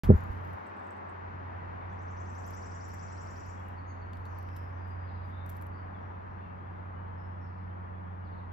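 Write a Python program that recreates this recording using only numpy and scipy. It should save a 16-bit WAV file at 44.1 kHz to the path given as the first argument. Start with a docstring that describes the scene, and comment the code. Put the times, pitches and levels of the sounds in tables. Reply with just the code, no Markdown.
"""On a stone ledge at the edge of a wood, a woodpecker shuffles and picks crumbs by a stereo microphone.
Claws and beak tick on the stone, feathers rustle by friction, and the microphone's stand, bumped at
the start, thuds in its low modes. A songbird trills and others call far off, their notes scattered
into reverberation by the trees. Beneath lie broadband road noise and a distant engine's harmonic drone."""
import sys
import numpy as np
from scipy import signal
from scipy.fft import rfft, irfft
from scipy.io import wavfile
from scipy.ndimage import uniform_filter1d

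SR = 44100
rng = np.random.default_rng(int(sys.argv[2]) if len(sys.argv) > 2 else 0)


def int16_out(signal):
    """Quantize to a 16-bit WAV file."""
    q = np.round(np.clip(np.atleast_2d(signal).T, -1, 1) * 32767)
    wavfile.write(sys.argv[1], SR, q.astype(np.int16))


N = 375732
T = np.arange(N) / SR
FREQS = np.maximum(np.arange(N // 2 + 1) * SR / N, 1)


def undb(db):
    """Amplitude ratio: tenfold for every 20 dB."""
    return 10 ** (np.asarray(db) / 20)

def over_time(table):
    """Linear interpolation of (seconds, value) rows at every sample."""
    return np.interp(T, *np.transpose(table))

def over_hz(table):
    """Interpolation of (Hz, value) rows on a logarithmic frequency axis."""
    hz, value = np.transpose(table)
    return np.interp(np.log(FREQS), np.log(hz), value)

def colour(x, spectrum):
    """Spectral shaping, normalised so that white noise keeps its power."""
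    gain = undb(over_hz(spectrum))
    return irfft(rfft(x) * gain / np.sqrt(np.mean(gain ** 2)), N)

def walk(rate):
    """Random modulation: rate steps a second, smoothed and scaled to unit deviation."""
    k = int(SR / rate)
    steps = np.repeat(rng.standard_normal(N // k + 1), k)
    smooth = uniform_filter1d(uniform_filter1d(steps, k), k)[:N]
    return smooth / smooth.std()

def add(track, s, sound):
    """Superposition: a short sound joins the track at s seconds."""
    i = max(int(s * SR), 0)
    track[i:i + len(sound)] += sound[:N - i]

def tone(hz):
    """A sine of unit power whose phase is the integral of its frequency."""
    return np.sqrt(2) * np.sin(2 * np.pi * np.cumsum(hz) / SR)

def pan(x, left_db):
    """Level difference: the left channel gains left_db over the right."""
    return x * undb(np.array([[left_db], [-left_db]]) / 2)

def ports(x, lag_ms):
    """Path difference: sound reaches the microphone's left port lag_ms after the right."""
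    delay = np.array([[lag_ms], [-lag_ms]]) / 2000
    return irfft(rfft(x) * np.exp(-2j * np.pi * FREQS * delay), N)

def scatter(x, t60, direct_db, scatter_db):
    """Reverberation: many reflections merge into an exponential tail, different at each port."""
    t = T[:SR]
    tail = rng.standard_normal((2, SR)) * undb(-60 * t / t60) * (1 - np.exp(-t / 0.0037))
    tail /= np.sqrt(np.sum(tail ** 2, axis=1, keepdims=True))
    reflected = signal.fftconvolve(np.atleast_2d(x), tail, axes=1)[:, :N]
    return undb(direct_db) * x + undb(scatter_db) * reflected


# The engine's fundamental. Each row: time in seconds, level in dB before the bass dip.
FIRING_LEVEL = [(1.6, -43), (1.79, -44.5), (1.95, -41), (3.35, -44.5), (4.98, -38.5), (6.54, -45),
                (7.15, -41), (8.5, -42)]
# A brief dip in the bass of engine and traffic. Each row: time in seconds, relative level in dB.
BASS_DIP = [(.3, 3), (.55, 0), (.58, -13), (.95, -11), (1.35, -1)]

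def engine(firing_hz=90.6):
    """Harmonics of the firing rate: only the lowest carry this far, and the air makes each waver."""
    hz = firing_hz + .25 * walk(1)
    dip_db = over_time(BASS_DIP)
    load = np.clip((T - 5.06) / 2.1, 0, 1)  # the octave grows as the engine takes up load
    first = tone(hz + .12 * walk(5)) * undb(over_time(FIRING_LEVEL) + dip_db + .3 * walk(12))
    second = tone(2 * hz) * undb(-68 + 10 * load + dip_db + 1.5 * walk(5))
    third = tone(3 * hz) * undb(-70 + 2 * walk(4.6))
    other_machine = tone(198 + walk(4.1)) * undb(-63 + walk(3.9)) + tone(101 + walk(2.7)) * undb(-62.5)
    return pan(first, left_db=-3) + pan(second, left_db=14) + third + other_machine


# Likeness of the two ports in a diffuse field. Each row: frequency in Hz, correlation.
COHERENCE = [(110, 0.78), (200, 0.32), (300, 0.086), (450, -0.58), (700, -0.77), (1000, -0.5),
             (1500, -0.51), (2100, 0.15), (2650, .62), (3400, -0.19), (4400, 0.25), (7000, -0.46),
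             (13000, -0.43)]

def diffuse(spectrum):
    """Diffuse field: noise from all around, its left-right correlation varying with frequency."""
    alike = np.clip(over_hz(COHERENCE), -1, 1)
    mid, side = rfft(rng.standard_normal((2, N))) * np.sqrt(np.array([1 + alike, 1 - alike]) / 2)
    return colour(irfft(np.array([mid + side, mid - side]), N), spectrum)


# Spectra of tyre roar, the nearest car's swish, the rumble of air and traffic, and a faint hiss.
# Each row: frequency in Hz, relative spectral density in dB.
ROAR_SPECTRUM = [(100, -16), (200, -3), (300, -2), (500, -2), (900, 2.5), (1250, -2), (1800, -7.5),
                 (2500, -20), (3200, -29), (4500, -37.5), (7000, -47), (9000, -71.5)]
SWISH_SPECTRUM = [(1500, -9.5), (3200, 1), (5500, -4), (7000, -10.5), (9000, -25)]
RUMBLE_SPECTRUM = [(20, -53), (32, -7), (48, 5.5), (75, 9), (105, 2), (135, 5), (200, 1), (320, -7),
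                   (600, -60.5)]
HISS_SPECTRUM = [(3000, 2), (6500, -6.5), (8500, -25), (10500, 7), (12500, 9), (14000, -16), (16000, -8.5)]

def traffic(recede_s=3.74, settle_s=0.095):
    """Attenuation with distance: as cars draw away, the swish dies first and the roar sinks and dulls."""
    roar = diffuse(ROAR_SPECTRUM)
    treble = irfft(rfft(roar) * over_hz([(1200, 0), (2200, 0.72)]), N)
    roar_db = -48.5 + 6.5 * np.exp(-T / recede_s) + .5 * walk(7)
    treble_db = -43 - T + .5 * walk(6)  # falls 1 dB a second
    tyres = (roar - treble) * undb(roar_db) + treble * undb(treble_db)
    swish = diffuse(SWISH_SPECTRUM) * undb(-72.5 - 14.5 * T + walk(25))
    shake_db = 13 * np.exp(-T / settle_s)  # more rumble while the bumped stand settles
    rumble = diffuse(RUMBLE_SPECTRUM) * undb(-50.5 + shake_db + 1.4 * over_time(BASS_DIP))
    return pan(tyres + swish, left_db=2) + rumble + undb(-92.5) * diffuse(HISS_SPECTRUM)


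def chorus(count=640):
    """Spherical spreading: far birds' notes weaken with distance, and echoes blur them to a twitter."""
    song = np.zeros(N)
    for when, pitch, length, slur, distance in rng.random((count, 5)):
        t = T[:int((.03 + .07 * length) * SR)]
        hz = (2300 + 1100 * pitch) * (1 + .4 * (slur - .6) * t / t[-1])
        add(song, when * T[-1], tone(hz) * np.hanning(len(t)) / (1 + 2 * distance))
    return pan(scatter(song * undb(-85), t60=0.39, direct_db=-15.5, scatter_db=6), left_db=9.5)


# The first row is a short click and scuff as the sound opens; the others are claws and beak on stone.
# Each row: start in seconds, relative level in dB, length of the scrape in seconds, level of the
# knock in dB relative to the scratch.
TICKS = [(.037, -54.5, 0.021, 8.5), (.238, -63, .004, -2.5), (.532, -63, .0033, -11.5),
         (.665, -78, .004, -9.5), (.905, -73.5, .005, -3), (2.464, -62.5, .008, -5),
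         (2.476, -64, .005, -14), (2.507, -54.5, .0036, -4.5), (2.547, -65, .006, -6.5),
         (2.621, -73, .0015, -4), (2.884, -62.5, .0057, -9.5), (2.940, -56, 0.0037, -12),
         (3.234, -68.5, .003, -11.5), (3.377, -67, .002, -10), (3.392, -69, .002, -9),
         (3.464, -63, .002, -13), (3.597, -72, .002, -11.5), (3.685, -61, .0018, -4),
         (4.133, -67.5, 0.0023, 19.5), (4.171, -68.5, .003, 9.5), (4.254, -67, 0.0032, 15.5),
         (4.263, -69.5, .004, 2), (4.387, -53.5, .002, -16), (4.428, -64, .0027, -5),
         (4.488, -77, .003, 21.5), (4.564, -57, 0.0084, 3), (4.877, -72.5, .005, -6),
         (5.379, -76.5, .002, -10), (5.463, -53, 0.0018, -14.5), (5.4924, -50.5, 0.0057, -8.5),
         (5.499, -51.5, .0046, -6), (5.565, -59, 0.0033, -10), (5.5694, -57.5, .0036, -10.5),
         (5.613, -61, .0044, -4), (5.6225, -51, .002, -12.5), (5.666, -62.5, .005, -2)]
# The sharp scratch and the stone's knock. 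Each row: frequency in Hz, relative spectral density in dB.
SCRATCH_SPECTRUM = [(3000, -27.5), (6000, -18.5), (9000, -5.5), (11000, -6.5), (12700, 0), (14300, -10.5),
                    (16000, -12.5)]
KNOCK_SPECTRUM = [(1000, 4), (2500, -1), (3400, -2), (4100, -6), (4900, -10), (7000, -11), (10000, -17),
                  (16000, -40)]

def ticks():
    """Broadband transients: after an opening click, claws and beak catch on the grit in tiny bursts."""
    scratch, knock, t = np.zeros(N), np.zeros(N), T[:SR // 8]
    for s, db, length, knock_db in TICKS:
        envelope = np.exp(-(t / length) ** 2) + undb(-24) * np.exp(-t / .016)
        burst = rng.standard_normal(len(t)) * undb(db) * envelope
        add(scratch, s, burst)
        add(knock, s, burst * undb(knock_db))
    return undb(-2.5) * (colour(scratch, SCRATCH_SPECTRUM) + colour(knock, KNOCK_SPECTRUM))


def grit(clicks_per_s=140):
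    """A Poisson process: sand grains click underfoot at random, most small and a few large."""
    clicks = rng.random(N) < clicks_per_s / SR
    size = undb(9 + 3.5 * np.minimum(rng.exponential(size=N), 4))
    return clicks * size * rng.choice([-1, 1], N)


# Moves of feathers and feet. Each row: start in seconds, relative level in dB, length in seconds.
MOVES = [(0.047, -63.5, .02), (0.152, -68, .04), (0.298, -69.5, 0.013), (0.438, -73.5, 0.023),
         (0.503, -80.5, 0.082), (0.623, -89, 0.32), (2.337, -75.5, 0.2), (2.62, -86.5, .04),
         (2.885, -73.5, 0.05), (3.25, -80, 0.083), (3.335, -83, .075), (3.485, -81, .035), (3.6, -81, .12),
         (4.14, -77, .04), (4.26, -80.5, 0.15), (4.424, -84, .1), (4.563, -72, .04), (4.69, -90, 0.055),
         (4.874, -83, .04), (5.257, -77, 0.031), (5.497, -66, .02), (5.6, -81.5, 0.055)]
# The rustle's spectrum. Each row: frequency in Hz, relative spectral density in dB.
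RUSTLE_SPECTRUM = [(3000, -8), (5500, -8), (8000, -5), (9300, -19.5), (10800, -6.5), (12700, -3.5),
                   (14500, -16.5), (16000, -26)]

def rustle(rise_db_per_s=499, fall_db_per_s=159.5):
    """Friction noise: feathers brush and grit crunches as each move rises, holds and dies away."""
    brush = rng.standard_normal(N) * undb(-7.5 + 3.3 * walk(500) + 1.5 * walk(54))
    envelope = np.zeros(N)
    for s, db, length in MOVES:
        before, after = np.maximum(s - T, 0), np.maximum(T - s - length, 0)
        envelope += undb(db - rise_db_per_s * before - fall_db_per_s * after)
    return colour((brush + grit()) * envelope, RUSTLE_SPECTRUM)


# The woodpecker's treble reaches the left port late. Each row: frequency in Hz, phase lag in radians.
PORT_LAG = [(5000, 0.5), (8000, 2.56), (10200, 4.13), (13000, 6.2)]

def woodpecker():
    """Early reflections: the stone and things close by briefly scatter the ticks and the rustle."""
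    left, right = scatter(ticks() + rustle(), t60=.12, direct_db=0.5, scatter_db=-14)
    late_left = irfft(rfft(left) * np.exp(-1j * over_hz(PORT_LAG)), N)
    return np.array([late_left, right])


def rocking(count=5, jolt_s=.093, contact_s=0.0035):
    """Damped rocking: a jolt sets the stand on its feet in ever weaker, more widely spaced bumps."""
    gaps = .0081 * 1.21 ** np.arange(count)
    return [(jolt_s + gaps[:k].sum(), -14.5 - 2.5 * k, contact_s) for k in range(count)]


# Bumps on the stand. Each row: start in seconds, relative level in dB, contact time in seconds.
BUMPS = [(.045, -24.5, 0.012), (.0683, -20.5, 0.011), (0.0886, -26, 0.0024), (.1024, -17.5, 0.0015),
         (.144, -15.5, 0.011), (.298, -27.5, 0.012), (4.18, -31.5, 0.028)]
# The stand's modes. Each row: frequency in Hz, gain in dB, time to decay by 60 dB in seconds.
STAND_MODES = [(89, 7.5, 0.055), (202, 12.5, 0.024), (402, 7.5, 0.051), (483, 6, 0.047), (605, -1, 0.078),
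               (794, 1.5, 0.044)]

def stand(twist_db=-14.5):
    """Modal resonance: bumps ring the stand's low modes, and a longer contact gives a duller thud."""
    push, twist, t = np.zeros(N), np.zeros(N), T[:SR // 2]
    for k, (s, db, contact) in enumerate(BUMPS + rocking()):
        pulse = np.hanning(int(contact * SR) + 3)
        pulse *= undb(db) / pulse.sum()
        add(push, s, pulse)
        add(twist, s, pulse * (-1) ** k * undb(twist_db))  # left and right in turn
    force = ports(push, lag_ms=.4) + np.array([twist, -twist])
    ring = sum(undb(db - 60 * t / t60) * np.sin(2 * np.pi * hz * t) for hz, db, t60 in STAND_MODES)
    thuds = signal.fftconvolve(force, ring[None], axes=1)[:, :N]
    # a 50 Hz high-pass trims the deepest bass from the thuds
    return signal.sosfilt(signal.butter(2, 50, "highpass", fs=SR, output="sos"), thuds)


def sing(notes, rasp=.0035, buzz_rate_hz=65):
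    """Frequency modulation: each gliding note wavers by the fraction rasp, and some buzz unevenly."""
    song = np.zeros(N)
    waver, depth = 1 + rasp * walk(260), 1 + .35 * walk(90)
    for s, length, start_hz, end_hz, db, buzz_hz in notes:
        t = T[:int(length * SR)]
        buzz = buzz_hz * np.sin(2 * np.pi * buzz_rate_hz * t) * np.interp(s + t, T, depth)
        hz = (np.linspace(start_hz, end_hz, len(t)) + buzz) * np.interp(s + t, T, waver)
        add(song, s, tone(hz) * signal.windows.tukey(len(t), .7) * undb(db))
    flutter = undb(0.2 * walk(45))  # from branches and moving air
    return song * flutter / np.sqrt(np.mean(flutter ** 2))


# Single notes of far birds. Each row: start in seconds, length in seconds, first and last frequency
# in Hz, relative level in dB, mean depth of the buzz in Hz.
FAR_CALLS = [(.152, 0.02, 6660, 7230, -70, -3), (1.912, 0.034, 3430, 3430, -72, -2),
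             (3.088, 0.037, 4170, 4100, -72, 0), (3.565, 0.041, 3400, 3280, -71, 0),
             (3.45, 0.055, 6640, 6450, -74, 0), (3.635, .04, 3000, 2720, -70, -2),
             (3.858, 0.07, 6620, 6450, -73, -3), (4.185, 0.2, 6530, 6490, -84, 4),
             (4.24, 0.25, 5620, 5330, -77, 521), (4.42, .27, 5260, 5150, -74.5, 240),
             (4.47, .07, 2500, 2810, -70, -2), (4.7, 0.11, 6100, 5800, -84, 298.5),
             (4.74, 0.25, 4920, 4870, -78.5, 65), (4.92, 0.41, 4910, 4800, -79, 68),
             (5.255, 0.25, 3510, 3665, -72.5, 54), (5.27, .17, 3800, 3910, -77, 86),
             (5.705, 0.1, 4630, 4480, -76, 25), (5.72, .1, 4950, 5000, -84, 86),
             (5.935, 0.051, 3540, 3260, -70, -4), (5.99, .07, 5900, 5260, -86, 145.5),
             (6.27, 0.066, 5850, 5300, -88, 149), (6.36, .05, 4420, 4200, -84, -1),
             (6.38, .14, 2750, 2650, -71.5, 61), (6.72, .12, 3470, 3560, -83, 72),
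             (6.953, 0.04, 2926, 2970, -69.5, 2), (7.04, 0.086, 3350, 3430, -79.5, 52),
             (7.165, 0.06, 5230, 5170, -78.5, -1), (7.215, 0.055, 5120, 5570, -81.5, 0),
             (7.384, .11, 5470, 5230, -79.5, 142), (7.455, .035, 5200, 4600, -77.5, 498),
             (7.57, .03, 4900, 4400, -78.5, 596)]
# One bird's quick, uneven triplets of steep slurs. Each row: as above, without the buzz.
SLURS = [(5.061, .062, 4800, 3250, -73), (5.133, 0.062, 4700, 3400, -76), (5.2, .058, 4900, 3200, -76),
         (8.232, .074, 5300, 3100, -77), (8.311, 0.043, 4930, 3450, -78.5), (8.355, 0.067, 4800, 3080, -76)]

def far_birds():
    """Multiple scattering: calls from deep in the wood arrive mostly as echoes."""
    deep = scatter(sing(FAR_CALLS), t60=.62, direct_db=-8, scatter_db=-4.5)
    quick = piping() + sing([(*slur, 0) for slur in SLURS], rasp=.008)
    twig_blurred = scatter(quick, t60=.05, direct_db=-2, scatter_db=-4.5)
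    return pan(deep + scatter(twig_blurred, t60=.6, direct_db=-5.5, scatter_db=-5), left_db=13)


# Thin, bright ticks, likely claws on the ledge's edge. Each row: start in seconds, relative level in dB.
CHIPS = [(.665, -70), (.768, -78), (.795, -77), (.83, -81), (.845, -75), (.868, -69), (0.905, -67.5),
         (.966, -77), (1.093, -74), (4.345, -81), (4.38, -77), (4.893, -83)]
# Their ring. Each row: frequency in Hz, relative spectral density in dB.
CHIP_SPECTRUM = [(4500, -27), (6500, -16), (7500, -16), (7950, 0), (8450, -16), (9500, -28), (12000, -22),
                 (14500, -40)]

def chips(decay_s=0.0075):
    """Resonance: tiny noise bursts excite a brief high ring, scattered by things close by."""
    bursts, t = np.zeros(N), T[:SR // 10]
    for s, db in CHIPS:
        add(bursts, s, rng.standard_normal(len(t)) * undb(db) * np.exp(-t / decay_s))
    return pan(scatter(colour(bursts, CHIP_SPECTRUM), t60=.2, direct_db=-1, scatter_db=-7), left_db=7)


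# One syllable of the trill: four steep strokes, each a list of points.
# Each row: time offset within the syllable in seconds, nominal frequency in Hz, relative level in dB.
SYLLABLE = [
    [(-.044, 3880, -14), (-.040, 4900, -11), (-.037, 5700, -13)],
    [(-.0385, 3850, -12), (-.0355, 5000, -4), (-.032, 5700, -.5), (-.027, 6120, -7), (-.016, 6120, -8.5),
     (-.008, 6480, -13), (0, 7230, 0), (.006, 7700, -7), (.012, 7950, -16)],
    [(-.020, 4900, -17), (-.016, 5800, -7), (-.012, 6050, -8)],
    [(0, 4500, -15), (.003, 5250, -7), (.0055, 5800, -9), (.009, 6020, -3.5), (.015, 5950, -8)],
]

def trill(count=18, start_s=1.931, gap_s=.0906, slowing_s=.00016, swell_s=0.69):
    """Two-voice phonation: the two sides of a songbird's syrinx sweep upwards in overlapping strokes."""
    song = np.zeros(N)
    for k in range(count):
        sung = k * gap_s + slowing_s * k * k / 2
        swell_db = -18 * max(1 - sung / swell_s, 0) ** 2.4
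        ease_db = -3 * (k / (count - 1)) ** 6
        db = -54 + swell_db + ease_db
        sag = .935 + .095 * np.exp(-sung / 1.1)
        for stroke in SYLLABLE:
            detune, effort_db, late_s, accent_db = rng.standard_normal(4) * [.007, .7, .0007, 1.5]
            s, pitch, level = np.transpose(stroke)
            # as the trill goes on, its low parts sag in pitch and creep ahead of the top
            low = np.interp(pitch, [6200, 7200], [1, 0])
            s = s - low * .005 * (sung - swell_s)
            t = np.arange(s[0], s[-1], 1 / SR)
            hz, stroke_db = np.interp(t, s, pitch * sag ** low), np.interp(t, s, level)
            hook_db = accent_db * np.exp(-((hz - 6000) / 350) ** 2)  # where the stroke hooks over
            quiver = 1 + .006 * np.interp(t, np.linspace(t[0], t[-1], 12), rng.standard_normal(12))
            chirp = tone(hz * quiver * (1 + detune)) * signal.windows.tukey(len(t), .12)
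            add(song, start_s + sung + t[0] + late_s, chirp * undb(db + stroke_db + effort_db + hook_db))
    return song

def songbird(echo_s=0.038):
    """Multipath propagation: a trunk throws the trill back, and branches make it flutter and blur."""
    song = trill() * undb(1.4 * walk(250))
    song = song + undb(-14) * np.interp(T - echo_s, T, song)
    near = scatter(song, t60=.05, direct_db=-8.3, scatter_db=-17.5)
    far = scatter(song, t60=.7, direct_db=-40, scatter_db=-6.5)
    return pan(near + far, left_db=6)


def piping(count=6, start_s=3.76, gap_s=.119, length_s=0.051):
    """Periodic repetition: one bird pipes the same falling note, each softer than the last."""
    return sing([(start_s + k * gap_s, length_s, 4660, 4260, -74.5 - .5 * k, 0) for k in range(count)])


def scene():
    """Linear superposition: the pressures of all the sources around the ledge add."""
    return engine() + traffic() + stand() + woodpecker() + songbird() + far_birds() + chorus() + chips()

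def record(dry, start_s=.035, top_hz=15800):
    """Gating and band limiting: the sound opens after a moment, and a steep low-pass cuts the top."""
    return signal.sosfilt(signal.ellip(10, .2, 80, top_hz, fs=SR, output="sos"), dry * (T >= start_s))


dry = scene()
out = record(dry)
int16_out(out)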